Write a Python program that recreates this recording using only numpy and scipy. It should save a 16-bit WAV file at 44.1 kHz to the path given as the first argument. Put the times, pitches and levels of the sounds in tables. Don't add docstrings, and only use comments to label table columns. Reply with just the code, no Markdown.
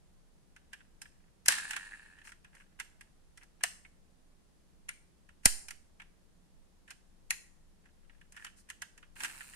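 import sys
import numpy as np
from scipy import signal
from scipy.fft import rfft, irfft
from scipy.io import wavfile
from scipy.ndimage import uniform_filter1d, map_coordinates

SR = 44100
rng = np.random.default_rng(int(sys.argv[2]) if len(sys.argv) > 2 else 0)


def put_to_file(sound):
    columns = np.atleast_2d(sound).T
    safe = np.clip(columns, -1, 1)
    whole_steps = np.round(safe * 32767)
    wavfile.write(sys.argv[1], SR, whole_steps.astype(np.int16))


N = 421155
TIME = np.arange(N) / SR
IMPACT_TIME = TIME[:SR // 8]
RISE_S = 0.00096
LOOSE_LEAN_DB = -2.5


def undb(db):
    return 10 ** (np.asarray(db) / 20)


def unit(x):
    return x / np.sqrt(np.mean(x ** 2, axis=-1, keepdims=True))


def blow(x, db):
    return undb(db) * x / np.sqrt(np.sum(x ** 2, axis=-1, keepdims=True) / (.005 * SR))


def pan(db):
    return undb(np.array([[db], [-db]]) / 2)


def offside(x):
    return np.array([np.roll(x[0], 4), x[1]])


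def add(track, start_s, sound):
    start = int(start_s * SR)
    part = sound[:, :N - start]
    track[:, start:start + part.shape[1]] += part


def stereo_noise(size, correlation):
    mid, side = rng.standard_normal((2, size))
    return np.sqrt((1 + correlation) / 2) * mid + np.sqrt((1 - correlation) / 2) * np.array([side, -side])


def highpass(x, hz, order=2):
    return signal.sosfilt(signal.butter(order, hz, "high", fs=SR, output="sos"), x)


def lowpass(x, hz, order):
    return signal.sosfilt(signal.butter(order, min(hz, .45 * SR), fs=SR, output="sos"), x)


def colour(x, points):
    hz, db = np.transpose(points)
    bins = np.maximum(np.fft.rfftfreq(x.shape[-1], 1 / SR), 1)
    return irfft(rfft(x) * undb(np.interp(np.log(bins), np.log(hz), db)), x.shape[-1])


def ring(x, modes):
    out, power = 0, 0
    for k, (hz, width, db) in enumerate(modes):
        mode = signal.lfilter(*signal.iirpeak(hz, hz / width, fs=SR), x)
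        out = out + (-1) ** k * undb(db) * mode
        power += undb(db) ** 2 * np.pi * width / SR
    return out / np.sqrt(power)


def note(x, hz, width_hz):
    mode = [(hz, width_hz, 0)]
    return ring(ring(x, mode), mode)


# frequency in Hz, relative density in dB.
ROOM_SPECTRUM = [(12, -31), (20, 7.5), (38, -13.5), (74, -8.5), (109, -25.5), (180, -12), (245, -20.5),
                 (333, -21.5), (372, -23), (534, -26.5), (1300, -33.5), (1820, -34.5), (2270, -37),
                 (10500, -40), (15500, -58)]
# frequency in Hz, bandwidth in Hz, gain in dB.
HUM_MODES = [(74.6, 12, -3), (132, 32, -1), (189.4, 12, -1)]
# frequency in Hz, left minus right in dB.
ROOM_BALANCE = [(60, 1), (110, -0.5), (15000, -0.5)]
def room_noise(air_db=-62.5, hum_db=-76, split_hz=600):
    bass = lowpass(stereo_noise(N, 0.16), split_hz, order=2)
    treble = highpass(stereo_noise(N, 0.028), split_hz)
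    air = undb(air_db) * unit(colour(bass + treble, ROOM_SPECTRUM))
    hum = undb(hum_db) * ring(stereo_noise(N, 0.16), HUM_MODES)
    return np.array([colour(side, [(hz, sign * db / 2) for hz, db in ROOM_BALANCE])
                     for side, sign in zip(air + hum, (1, -1))])


def taps(rate_hz, jitter, scatter_db):
    gap_draw, size_draw = rng.standard_normal((int(2 * rate_hz * N / SR), 2)).T
    at = (SR * np.cumsum(np.exp(jitter * gap_draw)) / rate_hz).astype(int)
    hits = np.zeros(N)
    hits[at[at < N]] = undb(scatter_db * np.clip(size_draw[at < N], -2, 1))
    return hits


def friction(rate_hz, jitter, scatter_db, decay_s, rub):
    envelope = signal.lfilter([1], [1, -np.exp(-1 / (decay_s * SR))], taps(rate_hz, jitter, scatter_db))
    envelope = unit(uniform_filter1d(envelope, int(decay_s * SR / 2)))
    return unit((rub + (1 - rub) * envelope) * stereo_noise(N, 0.067))


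# frequency in Hz, bandwidth in Hz, gain in dB.
SHELL_MODES = [(912.3, 240, -10), (1373, 91, -4.5), (1635, 200, -0.5), (2240, 460, -5.5), (2290, 430, -5),
               (2735, 1100, -6)]
def shell(x, top_hz=3300):
    return lowpass(highpass(ring(x, SHELL_MODES), 850), top_hz, order=4)


# start in seconds, end in seconds.
TURN_SPANS = [(.55, 1.3), (2.1, 3.1), (7.8, 9.1)]
def handling(db=-76):
    turning = sum((TIME > start) & (TIME < end) for start, end in TURN_SPANS)
    stirring = friction(rate_hz=30, jitter=.7, scatter_db=2.5, decay_s=.008, rub=.1)
    return shell(undb(db) * turning * stirring, top_hz=2685)


def burst(decay_s, correlation=0.014):
    rise = 1 - np.exp(-(IMPACT_TIME / RISE_S) ** 2)
    return stereo_noise(len(IMPACT_TIME), correlation) * rise * np.exp(-IMPACT_TIME / decay_s)


# frequency in Hz, bandwidth in Hz, gain in dB.
CASTING_MODES = [(4080, 450, -4.5), (5050, 280, -1), (5800, 2700, -6.5), (7450, 600, -1),
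                 (8540, 1100, -2.5), (10230, 1100, -3.5), (11500, 1900, -9.5)]
def casting(x, top_hz=11600):
    return lowpass(highpass(ring(x, CASTING_MODES), 4400, order=8), top_hz, order=3)


# frequency in Hz, bandwidth in Hz, gain in dB.
PING_MODES = [(7400, 91, 1), (8700, 72, -0.5), (10280, 52, -1)]
def strike(db, hardness_db, part_hz, shell_db, decay_s, linger):
    contact = burst(decay_s) + undb(5) * burst(RISE_S)
    top_hz = 13800 + 55 * (db + hardness_db)
    pings = undb(-14) * highpass(ring(contact, PING_MODES), 4500)
    crack = casting(contact, top_hz) + pings
    push = burst(decay_s * linger, correlation=0.2)
    part = note(burst(decay_s, correlation=0.2), part_hz, width_hz=260)
    purity_db = 0.13 * max(-hardness_db, 0)
    hollow = offside(blow(shell(push), shell_db - purity_db) + blow(part, purity_db - 3.5))
    return blow(crack, db + hardness_db - 3) + blow(hollow, db + 2)


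def contacts(rows, decay_s, linger, lean_db, creep_s=0.0022, creep_db=-19):
    out = np.zeros((2, N))
    for start_s, db, hardness_db, part_hz, shell_db in rows:
        add(out, start_s, pan(lean_db) * strike(db, hardness_db, part_hz, shell_db, decay_s, linger))
        creep = burst(creep_s)[:, ::-1]
        scrape = blow(casting(creep), db + hardness_db - 6.5) + blow(shell(creep), db)
        add(out, start_s + RISE_S - IMPACT_TIME[-1], undb(creep_db) * scrape)
    return out


# start in seconds, level in dB, hardness in dB (a gain on the
# metal's crack), the part's note in Hz.
LOOSE_CLICKS = [(0.562, -54, -4, 1500), (0.7304, -43, -3, 1740), (0.804, -57.5, -32, 1620),
                (1.0163, -47.5, 7, 1730), (1.054, -53, -30, 1754), (1.458, -40, 7, 1970),
                (1.5208, -33, 3.5, 1780), (1.583, -39, 1, 1680), (1.707, -36.5, 2.5, 2720),
                (1.7316, -37, -5.5, 1620), (1.763, -33.5, -2, 1630), (2.186, -57, -9, 1784),
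                (2.214, -56, -10.5, 1800), (2.3177, -50, -3, 1770), (2.4446, -54, -7, 1650),
                (2.5496, -59, 2, 2010), (2.798, -36.5, 0, 2050), (3.0084, -51, 1, 1980),
                (3.3734, -54, 3.5, 1980), (3.431, -65.5, 9, 1810), (3.6079, -52.5, -10, 1648),
                (3.8483, -52, -39, 2115), (4.8852, -48, 0, 2140), (5.2892, -57, -8, 1446),
                (5.683, -46.5, 6.5, 2300), (5.706, -43.5, 3.5, 2203), (5.9979, -47, -13.5, 2290),
                (6.0167, -52, -7.5, 1940), (6.877, -55, -9, 1840), (6.896, -55, -16, 1785),
                (6.904, -50.5, 6, 2520), (6.9086, -49, 0, 2490), (7.324, -44.5, -9, 2340),
                (7.855, -61, -9, 1834), (8.0951, -58.5, -19, 1750), (8.2114, -57, -9, 1850),
                (8.321, -61, 10.5, 2480), (8.3638, -49, -4, 1610), (8.3719, -49, -9, 1780),
                (8.4453, -43, 1.5, 1600), (8.465, -47, -7, 2950), (8.6993, -42, 1.5, 1930),
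                (8.8185, -38.5, 1, 1560), (8.9765, -56, 3.5, 1794), (9.0266, -54, -13, 1400),
                (9.164, -52, -12.5, 1570), (9.203, -39.5, -1.5, 1660), (9.2334, -37, 4, 1540),
                (9.245, -32.5, -4, 1860), (9.253, -41.5, 3.5, 1720), (9.297, -47.5, -13, 1740),
                (9.406, -43.5, -29, 1730), (9.412, -49.5, -9, 1800), (9.534, -51, -16, 1810)]
def clicks(shell_db=2.0):
    rows = [(*row, shell_db) for row in LOOSE_CLICKS]
    return contacts(rows, decay_s=0.0055, linger=1.6, lean_db=LOOSE_LEAN_DB)


# frequency in Hz, gain in dB, reverberation time in seconds.
WALL_BANDS = [(300, -22.5, 0.78), (884.5, -15.5, 0.63), (2160, -16.5, 0.45), (3600, -9.5, 0.32),
              (5470, -11.5, 0.46), (10250, -12.5, 0.41), (14266, -12.5, 0.26)]
def reverberation(x, build_s=0.0063):
    t = TIME[:SR]
    hz, db, t60 = np.transpose(WALL_BANDS)
    log_bins = np.log(np.maximum(np.fft.rfftfreq(SR, 1 / SR), 1))
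    spectrum, response = rfft(stereo_noise(SR, 0.091)), 0
    for k, weights in enumerate(np.eye(len(hz))):
        fade = (1 - np.exp(-(t / build_s) ** 2)) * undb(-60 * t / t60[k])
        band = irfft(spectrum * np.interp(log_bins, np.log(hz), weights))
        response = response + undb(db[k]) * band * fade / np.linalg.norm(fade)
    return signal.fftconvolve(x, response, axes=1)[:, :N]


# start in seconds, level in dB,
# hardness in dB, the part's note in Hz, the shell's share in dB, overtone level in dB,
# cab boom level in dB, boom pitch in Hz, clink pitch in Hz.
HARD_SNAPS = [(1.482, -20.5, 8.5, 1642, -3, -39.5, -41, 600.6, 7605),
              (3.635, -27.5, 6, 1804, -6.5, -30.5, -39.5, 673, 8320),
              (4.8888, -37, -2, 2140, -8, -46, -70, 700.4, 8840),
              (5.455, -24, 15.5, 2000, -0.5, -24.5, -42.5, 821, 9910),
              (7.305, -30.5, 7, 1910, -7.5, -30.5, -65.5, 694, 6860)]
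def snaps(decay_s=0.0035):
    out = contacts([row[:5] for row in HARD_SNAPS], decay_s, linger=3.4, lean_db=0.95)
    for start_s, db, *_, overtone_db, boom_db, boom_hz, clink_hz in HARD_SNAPS:
        overtone = blow(note(burst(decay_s), hz=2550, width_hz=600), overtone_db)
        clink = blow(note(burst(decay_s), clink_hz, width_hz=850), db - 4)
        boom = blow(note(burst(decay_s=0.0062, correlation=0.92), boom_hz, width_hz=253), boom_db)
        add(out, start_s + RISE_S, overtone + clink + boom)
    return out


# frequency in Hz, bandwidth in Hz, gain in dB.
TREAD_MODES = [(1080, 360, -8), (1727, 210, 4.5), (2100, 700, -0.5), (2660, 450, 2), (3150, 500, -2.5),
               (4300, 600, -3)]
def tread_rush(start_s=1.492, db=-33, hold_s=0.037, release_s=0.048):
    age = TIME - start_s
    drag = np.clip(age / RISE_S, 0, 1) * np.exp(-np.maximum(age - hold_s, 0) / release_s)
    lugs = friction(rate_hz=300, jitter=.3, scatter_db=2.5, decay_s=.002, rub=.5)
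    return pan(-2) * undb(db) * lowpass(ring(drag * lugs, TREAD_MODES), 5500, order=3)


def knocking(rate_hz, jitter, rub):
    hits = unit(taps(rate_hz, jitter, scatter_db=3.2))
    return unit(offside([hits, hits]) + rub * stereo_noise(N, 0))


def wander(x, depth=.018):
    hold = SR // 45
    steps = np.repeat(rng.standard_normal(N // hold + 1), hold)
    drift = uniform_filter1d(steps, hold)[:N]
    position = np.cumsum(1 + depth * drift)
    return np.array([map_coordinates(side, [position], mode="mirror") for side in x])


# frequency in Hz, bandwidth in Hz, gain in dB.
AXLE_MODES = [(890, 240, -9), (1410, 240, -5.5), (1800, 300, -4.5), (2154, 200, -4.5), (2640, 360, -5)]
WHIRR_MODES = [(1700, 210, -0.5), (1830, 200, -0.5)]
HUB_MODES = [(4098, 900, -1.5), (6800, 1200, -3), (8650, 1700, -0.5), (10500, 570, -1.5),
             (13100, 2500, -11.5)]
def wheel(spin, knocks, ticks, rattle_db, whirr_db, rumble_db, lean_db, hiss_band_hz):
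    flick_s, wind_up_s, length_s, force_db, hub_db, hub_db_per_s, settle_s = spin
    t = TIME - flick_s
    age = np.maximum(t, 0)
    gate = np.interp(t, [-wind_up_s - .004, -wind_up_s, length_s, length_s + .04], [0, 1, 1, 0])
    spinning = gate * undb(16 * np.clip(t / wind_up_s, -1, 0))
    kick = np.exp(-age / settle_s)
    force = spinning * undb(force_db + 7 * kick - 34.5 * age)
    rattle = undb(rattle_db) * ring(unit(knocks + ticks), AXLE_MODES)
    whirr = undb(whirr_db) * ring(ring(knocks, WHIRR_MODES), [(1776, 420, 0)])
    axle = lowpass(highpass(force * wander(rattle + whirr), 800), 3300, order=4)
    hub_force = spinning * undb(hub_db - 0.53 + 10 * kick - hub_db_per_s * age)
    rubbing = ring(hub_force * ticks, HUB_MODES)
    low_hz, top_hz = hiss_band_hz
    hiss = lowpass(highpass(rubbing, low_hz, order=4), top_hz, order=8)
    rumble = undb(rumble_db) * ring(force * knocks, [(207, 130, 0)])
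    return pan(lean_db) * (axle + hiss + rumble)


# flick time, wind-up and length in seconds, axle force in dB,
# hub friction in dB, its decay in dB per second, settling time in seconds.
WHEEL_SPINS = [(1.5, .004, 0.704, -42, -40, 48.5, 0.038), (9.248, 0.09, .32, -53, -51, 9, 0.0063)]
def wheels():
    front_spin, rear_spin = WHEEL_SPINS
    wobble = knocking(rate_hz=80, jitter=.42, rub=.4)
    hiss = friction(rate_hz=280, jitter=.45, scatter_db=3, decay_s=.002, rub=.6)
    roll = knocking(rate_hz=90, jitter=.5, rub=.8)
    purr = friction(rate_hz=133, jitter=.09, scatter_db=3.5, decay_s=.0016, rub=.5)
    front = wheel(front_spin, wobble, hiss, rattle_db=-0.5, whirr_db=-7.5, rumble_db=-22,
                  lean_db=-0.5, hiss_band_hz=(3280, 11400))
    rear = wheel(rear_spin, roll, purr, rattle_db=3.5, whirr_db=-23, rumble_db=-13,
                 lean_db=-2, hiss_band_hz=(4500, 14500))
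    return front + rear


# start in seconds, length in seconds, level in dB.
AXLE_JIGGLES = [(1.914, 0.031, -51), (8.362, .112, -60.5)]
def axle_chatter(hz=1800, width_hz=330):
    force = sum(undb(db) * np.interp(TIME - start_s, [0, .004, length_s, length_s + .015], [0, 1, 1, 0])
                for start_s, length_s, db in AXLE_JIGGLES)
    knocks = knocking(rate_hz=125, jitter=.25, rub=.3)
    resonator_gain = np.sqrt(SR / (2 * np.pi * width_hz))
    return pan(LOOSE_LEAN_DB) * note(force * knocks, hz, width_hz) / resonator_gain


# start in seconds, length in seconds, shell level in dB, hiss level in dB.
FINGER_SLIDES = [(2.232, 0.087, -50.5, -54), (2.516, 0.14, -55, -67), (2.788, 0.024, -43, -57),
                 (3.387, 0.075, -57.5, -70), (5.427, 0.041, -50, -58), (6.875, 0.026, -56.5, -64),
                 (8.321, 0.205, -52, -63), (8.555, 0.073, -71, -59), (8.686, 0.019, -48, -52)]
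def fingertips():
    slips = friction(rate_hz=110, jitter=.7, scatter_db=5, decay_s=.003, rub=.2)
    shell_gain, hiss_gain = np.zeros((2, N))
    for start_s, length_s, shell_db, hiss_db in FINGER_SLIDES:
        pressure = np.sin(np.pi * np.clip((TIME - start_s) / length_s, 0, 1))
        shell_gain += undb(shell_db) * pressure
        hiss_gain += undb(hiss_db) * pressure
    return shell(shell_gain * slips, top_hz=2685) + casting(hiss_gain * stereo_noise(N, 0))


def door_thud(start_s=5.457, db=-31):
    thud = note(burst(decay_s=0.003, correlation=0.2), hz=340, width_hz=620)
    out = np.zeros((2, N))
    add(out, start_s, pan(-7) * blow(thud, db))
    return out


def door_puff(start_s=5.459, peak_s=0.0083, wobble_hz=182, wobble_s=0.0044, left_db=-21):
    t = TIME[:SR // 2]
    pulse = t / peak_s * np.exp(1 - t / peak_s)
    puff = -undb(-22) * highpass(pulse, hz=2.4)
    wobble = undb(-24) * np.sin(2 * np.pi * wobble_hz * t) * np.exp(-t / wobble_s)
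    out = np.zeros((2, N))
    add(out, start_s, np.array([[undb(left_db)], [1]]) * (puff + wobble))
    return out


def scene():
    toy = clicks() + snaps() + door_thud() + tread_rush() + wheels() + axle_chatter()
    toy += fingertips() + handling()
    return toy + reverberation(toy) + door_puff() + room_noise()


def record(dry, top_hz=15600):
    return signal.sosfilt(signal.ellip(8, .2, 70, top_hz, fs=SR, output="sos"), dry)


dry = scene()
out = record(dry)
put_to_file(out)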